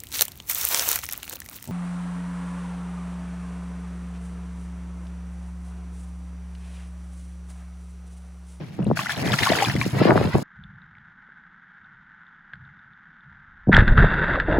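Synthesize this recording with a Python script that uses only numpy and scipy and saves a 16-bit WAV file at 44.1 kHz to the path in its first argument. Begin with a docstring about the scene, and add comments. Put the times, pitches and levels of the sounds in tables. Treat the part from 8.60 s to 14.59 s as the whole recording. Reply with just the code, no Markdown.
"""Splashing and gusts of wind, close up: a trout thrashes out of a landing net in river shallows,
its tail whipping up bubbles and spray beside a small waterproof camera.
At 1.83 s the sound cuts to under water: the river hisses in the camera's housing and grit ticks on it.
Near 5 s the fish bolts past: its wake thumps the housing, throws gravel and leaves the water churning."""
import sys
import numpy as np
from scipy import signal
from scipy.fft import rfft, irfft, next_fast_len
from scipy.io import wavfile
from scipy.ndimage import uniform_filter1d

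SR = 44100
rng = np.random.default_rng(int(sys.argv[2]) if len(sys.argv) > 2 else 0)


def inscribe(sig):
    """Save sig as 16-bit PCM at rate SR to the path in sys.argv[1].

    A 1-D sig is mono; a 2-D sig holds one channel per row.
    Samples are clipped to [-1, 1] before scaling.
    """
    pcm = np.round(np.clip(np.atleast_2d(sig).T, -1, 1) * 32767)
    wavfile.write(sys.argv[1], SR, pcm.astype(np.int16))


N = 264159
TIME = np.arange(N) / SR
DIVE_S = 1.83  # the microphone goes under


def amp(db):
    """Decibels to gain."""
    return 10 ** (np.asarray(db) / 20)


def unit(x):
    """Scale to rms 1."""
    return x / np.sqrt(np.mean(x ** 2))


def colour(x, points):
    """Causal filter through (freq_hz, gain_db) points, falling steeply beyond the ends; rms 1."""
    size = next_fast_len(N + 8192, True)
    octave = np.log2(np.maximum(np.arange(size // 2 + 1), 1) * SR / size)
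    hz, db = np.transpose(points)
    outside = np.abs(octave - np.clip(octave, np.log2(hz[0]), np.log2(hz[-1])))
    log_gain = np.log(amp(np.interp(octave, np.log2(hz), db) - np.minimum(30 * outside, 70)))
    cepstrum = irfft(log_gain, size)
    response = np.exp(rfft(2 * cepstrum[:size // 2], size))
    return unit(irfft(rfft(x, size) * response, size)[..., :N])


def walk(rate):
    """Random levels held 1 / rate s and slewed; spread near 1."""
    hold = max(int(SR / rate), 1)
    return uniform_filter1d(np.repeat(rng.standard_normal(N // hold + 1), hold), hold)[:N]


def noise():
    """White noise."""
    return rng.standard_normal(N)


def patter(rate, spread_db):
    """Random impulses, rate a second, a few far stronger than the rest."""
    size = amp(spread_db * np.minimum(rng.exponential(size=N), 4))
    return unit((rng.random(N) < rate / SR) * size * np.sign(noise()))


def stereo(mid, side, width):
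    """Left and right from a shared and an opposed part."""
    return np.array([mid + width * side, mid - width * side])


def add(out, start_s, sound):
    """Mix a short sound in at start_s."""
    i = int(np.clip(start_s * SR, 0, N - 1))
    out[..., i:i + sound.shape[-1]] += sound[..., :N - i]


def burst(start_s, length_s, attack_s, fade_s):
    """An envelope that rises at start_s, holds until its length is over, then dies away."""
    t = TIME - start_s
    return np.clip(t / attack_s, 0, 1) * np.exp(-np.maximum(t - length_s, 0) / fade_s)


def together(envelopes):
    """Unrelated sounds add in power."""
    return np.sqrt(sum(e ** 2 for e in envelopes))


def bursts(rows, attack_s, fade_s):
    """One envelope from rows of start_s, level_db, length_s."""
    return together(amp(db) * burst(s, length_s, attack_s, fade_s) for s, db, length_s in rows)


def reflect(x, lag_s, share):
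    """Add an echo that arrives lag_s later."""
    return x + share * np.array([np.interp(TIME - lag_s, TIME, channel) for channel in x])


def ring(hz, cycles, glide=0.):
    """A damped resonance that falls by 1/e in so many cycles while its pitch glides up."""
    turns = np.arange(int(6 * cycles * SR / hz) + 2) * hz / SR
    phase = 2 * np.pi * turns * (1 + glide * turns / cycles / 2)
    return np.sin(phase) * np.exp(-turns / cycles) * (1 - np.exp(-2 * turns))


def bubble_cloud(start_s, end_s, low_hz, high_hz, cycles, spread_db, scatter, count):
    """Many small bubbles of mixed size and life, scattered between left and right."""
    out = np.zeros((2, N))
    for when, size, life, strength, place, lag in rng.random((count, 6)):
        hz = low_hz * (high_hz / low_hz) ** size
        loudness = amp(-spread_db * np.log(strength + .03)) * np.sqrt(hz / low_hz)
        bubble = ring(hz, cycles * (.5 + life) * np.sqrt(hz / low_hz), glide=.015) * loudness
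        s = start_s + when * (end_s - start_s)
        pan = scatter * (place - .4)
        add(out[0], s, (1 + pan) * bubble)
        add(out[1], s + scatter * .00034 * (lag - .5), (1 - pan) * bubble)
    return out


# The river from inside the submerged housing: its hiss, its low resonance, the current: freq_hz, gain_db
HISS_SPECTRUM = [(260, -65.5), (450, -35), (665, -30), (837, -17.5), (949, -17.5), (1130, -17),
                 (1250, -10.5), (1470, -2), (1540, -2), (1810, -8.5), (2150, -17.5), (2460, -31.5),
                 (3640, -30.5), (4220, -43.5), (7000, -53), (9100, -88), (15400, -120)]
HUM_SPECTRUM = [(20, -6.5), (40, -7), (70, -11.5), (110, -13.5), (165, 1.5), (215, -3), (270, -12),
                (350, -18.5), (500, -30)]
CURRENT_SPECTRUM = [(30, -12), (70, -7.5), (140, 0.5), (200, -5), (260, -28), (350, -38)]
# Slow swells of current round the housing: start_s, level_db, length_s
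CURRENT_SWELLS = [(1.932, -45.5, 0.13), (2.187, -56.5, 0.18), (3.167, -61, 0.25), (3.914, -49.5, 0.13),
                  (4.62, -54, 0.094)]


def river(hiss_db=-52, hum_db=-63):
    """Moving sand and water hiss and hum through the housing's resonances; the current swells softly."""
    hiss = colour(noise() + amp(1) * patter(600, 2.6), HISS_SPECTRUM) * amp(hiss_db + .27 * walk(6.2))
    hum = colour(noise(), HUM_SPECTRUM) * amp(hum_db + 1.2 * walk(15))
    current = bursts(CURRENT_SWELLS, attack_s=.058, fade_s=.14) * colour(noise(), CURRENT_SPECTRUM)
    return hiss + hum + current


# Wind right on the microphone ports, just above the river: freq_hz, gain_db
RUMBLE_SPECTRUM = [(25, -44.5), (50, -22), (80, -2), (125, 8), (200, 2.5), (330, -8.5)]
FLUTTER_SPECTRUM = [(180, -30), (300, 1.5), (600, -1), (900, -8), (1600, -18)]
# Its gusts: start_s, length_s, rumble_db, flutter_db
WIND_GUSTS = [(-.01, 0.035, -33, -37.5), (0.178, 0.057, -26.5, -34.5), (0.258, .06, -22, -35.5),
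              (0.373, 0.037, -35, -53), (0.564, 0.035, -26.5, -32), (0.614, .125, -25.5, -28),
              (0.801, 0.02, -23.5, -31.5), (.89, 0.033, -24.5, -24.5), (0.925, 0.11, -41.5, -28),
              (1.065, .035, -23.5, -39), (1.137, 0.067, -23, -37), (1.248, 0.022, -24, -36),
              (1.326, 0.058, -24, -28), (1.386, 0.037, -21.5, -22), (1.465, 0.059, -21.5, -13.5),
              (1.542, .04, -22, -19), (1.588, 0.086, -20, -26.5), (1.738, 0.034, -18, -22),
              (1.81, .02, -32, -30.5)]


def wind():
    """Gusts rumble on the ports; the stronger ones break into a ragged flutter, more on the left."""
    gusts = [amp(levels_db)[:, None] * burst(s, length_s, attack_s=.0098, fade_s=.022)
             for s, length_s, *levels_db in WIND_GUSTS]
    breeze = amp([[-41], [-50]])  # rumble and flutter between gusts
    rumble_level, flutter_level = together(gusts + [breeze])
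    rumble = colour(stereo(noise(), noise(), width=.34), RUMBLE_SPECTRUM)
    flutter = colour(stereo(patter(900, 3.44), patter(990, 3), width=.66), FLUTTER_SPECTRUM)
    return amp(1) * rumble_level * rumble + amp([[-1.5], [-4.5]]) * flutter_level * flutter


# Eddies striking the microphone, of air and later of water: start_s, pitch_hz, level_db, decay_s
EDDY_HITS = [(.191, 650, -20, 0.011), (.266, 710, -16, 0.0038), (.301, 906, -17.5, 0.022),
             (0.3122, 1414, -13.5, 0.014), (.663, 687, -18, 0.0098), (.901, 585, -13, 0.0079),
             (1.152, 620, -16, 0.005), (1.262, 690, -17.5, 0.013), (1.414, 710, -7, 0.0092),
             (1.453, 886, -7, 0.01), (1.494, 610, -3.5, 0.0039), (1.503, 2290, -13.5, 0.0048),
             (1.5062, 2800, -5.5, 0.0026), (1.556, 997, -9, 0.0082), (1.576, 2110, -5.5, 0.002),
             (1.612, 926, -6.5, 0.0022), (1.649, 600, -16.5, .019), (1.7517, 1262, -11.5, 0.01),
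             (2.687, 894, -52, .0033), (5.072, 495, -18, 0.013), (5.093, 617, -6, 0.014),
             (5.178, 1096, -6.5, 0.0034), (5.221, 398, -13.5, 0.0049), (5.442, 940, -2.5, 0.002),
             (5.983, 600, -5.5, 0.0049)]


def eddies(end_hz=160, fall_s=.003, rise_s=.0012, width=.45):
    """Each eddy hits sharply and slows as it passes: a thump whose pitch drops within milliseconds."""
    out, t = np.zeros((2, N)), TIME[:SR // 10]
    for s, hz, db, decay_s in EDDY_HITS:
        pitch = end_hz + (hz - end_hz) * np.exp(-t / fall_s)
        phase = 2 * np.pi * np.cumsum(pitch) / SR
        envelope = amp(db + 3) * (1 - np.exp(-(t / rise_s) ** 2)) * np.exp(-t / decay_s)
        add(out, s, envelope * stereo(np.sin(phase), np.sin(phase + 1.2), width * (s < DIVE_S)))
    return out


# Grit and pebbles striking the housing under water: start_s, level_db, pitch_hz
STONE_HITS = [(2.038, -38, 3530), (2.218, -50, 3780), (2.352, -42, 2160), (2.384, -36, 1617),
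              (3.245, -54.5, 3660), (3.667, -51.5, 3580), (3.9348, -22, 1644), (3.9553, -35, 1550),
              (4.051, -52, 3620), (4.191, -55, 3630), (4.334, -52.5, 3590), (4.607, -53.5, 3580),
              (5.129, -4, 1980), (5.142, -5, 1950), (5.1466, -8, 3310), (5.167, 2, 1680), (5.188, -6, 1750),
              (5.206, -6.5, 1700), (5.279, -3, 1540), (5.378, -6.5, 1310), (5.402, -15.5, 1640),
              (5.542, -13.5, 1496), (5.756, -12.5, 1197), (5.8002, -3.5, 1696)]


def stone_ticks(ring_s=.0019, grit_s=.0056):
    """Each stone rings the housing briefly and grinds on a little; the thick shell muffles the contact."""
    rings, contact = np.zeros(N), np.zeros(N)
    t = TIME[:SR // 20]
    for s, db, hz in STONE_HITS:
        add(rings, s, amp(db + 2) * ring(hz, cycles=hz * ring_s))
        grit = amp(-20) * rng.standard_normal(len(t)) * np.exp(-t / grit_s)
        add(contact, s, amp(db) * ((t == 0) + grit))
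    shell = [(900, -9.5), (1700, 11.5), (2450, -16.5), (3600, -5.5), (4200, -16.5), (5200, -31),
             (6300, -44.5), (7500, -35), (12000, -60)]
    muffled = colour(contact, shell) * np.sqrt(np.mean(contact ** 2))
    return signal.sosfilt(signal.butter(6, 4100, fs=SR, output="sos"), rings) + amp(3) * muffled


# Gravel scraping, heard through the housing wall: freq_hz, gain_db
GRAVEL_SPECTRUM = [(900, -5), (1150, -6.5), (1550, 6), (2000, -3.5), (2450, -23.5), (2720, -12.5),
                   (3000, -28), (3300, -20.5), (3650, -15), (4150, -35.5), (4700, -35), (5200, -51.5),
                   (6300, -58.5), (7500, -52.5), (9000, -66.5)]
# Showers of it swept along the housing: start_s, level_db, length_s
GRAVEL_SHOWERS = [(5.116, -16, .07), (5.269, -24, 0.008), (5.365, -17, 0.037), (5.416, -20, .04),
                  (5.48, -25, 0.14), (5.614, -21, .03), (5.664, -24.5, 0.1), (5.862, -28, 0.1)]


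def gravel(start_s=5.12, attack_s=.0082):
    """Gravel kicked up by the fish scrapes past in showers and rolls on between them."""
    showers = bursts(GRAVEL_SHOWERS, attack_s, fade_s=.033)
    rolling = amp(-30) * burst(start_s, 0, attack_s, fade_s=2.5)
    scrape = colour(patter(1800, 3) + amp(-8) * noise(), GRAVEL_SPECTRUM) * amp(1.5 * walk(60))
    return amp(-1.5) * together([showers, rolling]) * scrape


# The wake against the housing, as the fish passes close by: freq_hz, gain_db
PRESSURE_SPECTRUM = [(10, -6), (28, -0.5), (40, -1), (75, -7), (120, -16)]
BUFFET_SPECTRUM = [(60, -21), (100, -2), (170, 2), (240, -11), (350, -20)]
CHURN_SPECTRUM = [(200, -5.5), (300, 2.5), (600, 3.5), (850, -3.5), (1200, -15)]
# Its surges: start_s, length_s, pressure_db, buffet_db, churn_db
WAKE_SURGES = [(5.071, 0.026, -25, -12, -30), (5.118, 0.094, -13, -15.5, -30.5),
               (5.258, 0.11, -13, -23.5, -53), (5.368, 0.075, -15.5, -15, -25),
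               (5.487, 0.15, -32, -29.5, -31), (5.676, 0.099, -30.5, -44, -25),
               (5.871, 0.1, -22, -31.5, -19.5)]


def wake(bolt_s=5.066, attack_s=.018, bow_db_per_s=48.5):
    """A bow wave runs ahead of the fish; then pressure surges rock the housing and trapped air gurgles."""
    surges = [amp(levels_db)[:, None] * burst(s, length_s, attack_s, fade_s=.023)
              for s, length_s, *levels_db in WAKE_SURGES]
    stirred_water = amp([[-29.5], [-31.5], [-34.5]]) * burst(bolt_s, 0, attack_s, fade_s=2.5)
    pressure, buffet, churn = together(surges + [stirred_water])
    bow_wave = amp(-50.5 - bow_db_per_s * np.abs(TIME - bolt_s))
    trapped_air = bubble_cloud(5, 6, 250, 1001, cycles=3.14, spread_db=2.5, scatter=0, count=600)[0]
    gurgle = colour(trapped_air, CHURN_SPECTRUM) * np.sqrt(SR / N)  # rms 1 over its one second
    rocking = (pressure + bow_wave) * colour(noise(), PRESSURE_SPECTRUM)
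    thumps = amp(-.5) * buffet * colour(noise(), BUFFET_SPECTRUM)
    return rocking + thumps + amp(-2.5) * churn * gurgle


# Strokes of the tail in the shallows, close to the microphone: start_s, level_db, length_s
TAIL_STROKES = [(0.352, -32.5, 0.056), (0.475, -33, 0.05), (0.554, -36, 0.12), (0.652, -31, 0.05),
                (0.716, -29, 0.024), (0.77, -26.5, 0.023), (0.808, -27, 0.13), (0.948, -28.5, 0.096),
                (1.062, -30.5, 0.037), (1.181, -36, 0.077)]
FROTH_FADE_S, SPRAY_FADE_S = .051, .063


def tail_strokes(fade_s):
    """How hard the tail works the water, each stroke dying away in fade_s."""
    return bursts(TAIL_STROKES, attack_s=.022, fade_s=fade_s)


def thrashing():
    """The weight of ringing bubbles in the splash: greatest while the fish thrashes."""
    return np.interp(TIME, [.33, .37, 1.22, 1.35], [.3, 1, 1, .25])


# Fine and coarse spray landing round the microphone: freq_hz, gain_db
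MIST_SPECTRUM = [(5000, -1.5), (8000, -1), (11000, -3), (15500, -11)]
SPRAY_SPECTRUM = [(2500, -14.5), (4500, 2.5), (7000, -8), (10000, -9.5), (15500, -10)]


def spray(fizz_s=1.214, left_lag_s=.00029):
    """Each stroke throws drops that rain back; water drips in between and leftover froth fizzes."""
    fizz = amp(-49.5) * burst(fizz_s, DIVE_S - fizz_s, attack_s=.11, fade_s=FROTH_FADE_S)
    dripping = amp(-67)
    level = together([amp(-10) * tail_strokes(SPRAY_FADE_S), fizz, dripping])
    mist = patter(3500, 5)
    # the camera's stereo processing delays the fine spray's hiss slightly on the left
    mist_left = np.roll(mist, round(left_lag_s * SR))
    fine = colour(np.array([mist_left, mist]), MIST_SPECTRUM)
    plinks = unit(bubble_cloud(0, DIVE_S, 3000, 9000, cycles=5, spread_db=4, scatter=1, count=1500))
    drops = stereo(patter(2500, 4.5), patter(2500, 4.5), width=.65)
    coarse = colour(.55 * thrashing() * plinks + drops, SPRAY_SPECTRUM)
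    return level * amp(2.7 * walk(70)) * (fine + amp(-1.5) * coarse)


# Bubbling water from just above the surface, and slosh from the waterline: freq_hz, gain_db
BUBBLE_SPECTRUM = [(350, -34.5), (600, -11), (667, -2.5), (1010, -6), (1100, -9.5), (1210, -8.5),
                   (1920, -1.5), (6000, -16), (7800, -62), (13200, -120)]
SLOSH_SPECTRUM = [(600, -5), (1000, -1.5), (1400, -3.5), (1900, -3), (2300, -5.5), (2700, -6.5),
                  (3300, -11), (4100, -10), (4500, -14.5), (5000, -10), (5600, -24.5)]
# Water slopping in the net and round the sinking camera: start_s, level_db, length_s
NET_SLOPS = [(-.06, -42.5, 0.09), (1.28, -27.5, 0.19), (1.52, -35, 0.065), (1.559, -34, .1),
             (1.681, -33.5, .06)]


def splash():
    """The tail whips air into the water: bubbles ring, froth crackles, slops build and collapse."""
    slops = together(amp(db) * burst(s, length_s, attack_s=length_s, fade_s=.037)
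                     for s, db, length_s in NET_SLOPS)
    lapping = amp(-48.5)
    level = together([tail_strokes(FROTH_FADE_S), slops, lapping])
    cloud = unit(bubble_cloud(0, DIVE_S, 600, 6000, cycles=2.4, spread_db=3.3, scatter=1, count=2400))
    froth = unit(stereo(patter(2200, 3.8), patter(2200, 3.8), width=.65)) * amp(2 * walk(110))
    water = .7 * thrashing() * cloud + .9 * froth
    # the slosh turns hollow as the camera sinks towards the surface and its echo comes ever sooner
    dipped = np.interp(TIME, [1.28, 1.4], [0, 1])
    echo_lag_s = np.interp(TIME, [1.35, 1.8], [.0032, .0018])
    slosh = reflect(colour(water, SLOSH_SPECTRUM), echo_lag_s, share=.6)
    return level * (amp(-4) * (1 - dipped) * colour(water, BUBBLE_SPECTRUM) + amp(2.5) * dipped * slosh)


def small_pockets():
    """Many small air pockets ring as they close behind each stroke."""
    cloud = bubble_cloud(0, DIVE_S, 900, 4200, cycles=3.2, spread_db=2.5, scatter=.41, count=130)
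    pockets = unit(cloud) * np.sqrt(DIVE_S * SR / N)  # rms 1 over the time above water
    return amp(-6) * tail_strokes(FROTH_FADE_S) * pockets


# A few faint drips, then the plops of large air pockets in the splash, close by and a little to the left:
# start_s, pitch_hz, level_db
DRIPS_AND_PLOPS = [(.227, 2720, -35.5), (.245, 8600, -32), (.252, 2605, -35), (.268, 3730, -34),
                   (.3726, 1490, -14.5), (0.391, 2520, -16.5), (0.391, 1080, -17.5), (.460, 1410, -18),
                   (.468, 1880, -16), (.495, 1610, -15), (0.507, 1620, -15.5), (0.52, 3240, -19),
                   (.721, 3400, -12.5), (.736, 2880, -16), (.738, 1290, -12.5), (.788, 1840, -12),
                   (.833, 1940, -12), (0.833, 2670, -11), (.834, 4200, -16), (0.864, 1400, -13.5),
                   (.871, 1023, -9.5), (0.892, 4070, -13.5), (.919, 656, -7.5), (.933, 1770, -14),
                   (.953, 1390, -17), (.987, 1920, -17), (1.005, 3080, -16), (1.023, 757, -8.5),
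                   (1.024, 2100, -16.5), (1.099, 1750, -16), (1.164, 1982, -19), (1.214, 2240, -10),
                   (1.216, 1004, -18)]


def plops(slap_s=.0016):
    """Each drip or closing air pocket makes a wet slap, then rings and rises in pitch."""
    out, slaps = np.zeros((2, N)), np.zeros(N)
    for s, hz, db in DRIPS_AND_PLOPS:
        plop = ring(hz, cycles=3.97, glide=.041)
        add(out[0], s, amp(db + 4) * plop)
        add(out[1], s + rng.uniform(-.000056, .00008), amp(db) * plop)
        add(slaps, s, amp(db - 14) * np.exp(-TIME[:SR // 20] / slap_s))
    out += slaps * colour(stereo(noise(), noise(), width=.6), BUBBLE_SPECTRUM)
    return reflect(out, lag_s=.0035, share=.35)


def scene():
    """Open air in stereo, then under water, where both ears hear the same."""
    submerged = np.clip((TIME - DIVE_S) * 1000, 0, 1)
    above = splash() + small_pockets() + spray() + plops() + wind()
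    below = river() + wake() + gravel() + stone_ticks()
    return (1 - submerged) * above + submerged * below + eddies()


def record(dry):
    """The camera rounds only the highest peaks and cuts the top above 15850 Hz."""
    rounded = dry / (1 + dry ** 8) ** (1 / 8)
    return signal.sosfilt(signal.ellip(8, .2, 80, 15850, fs=SR, output="sos"), rounded)


dry = scene()
out = record(dry)
inscribe(out)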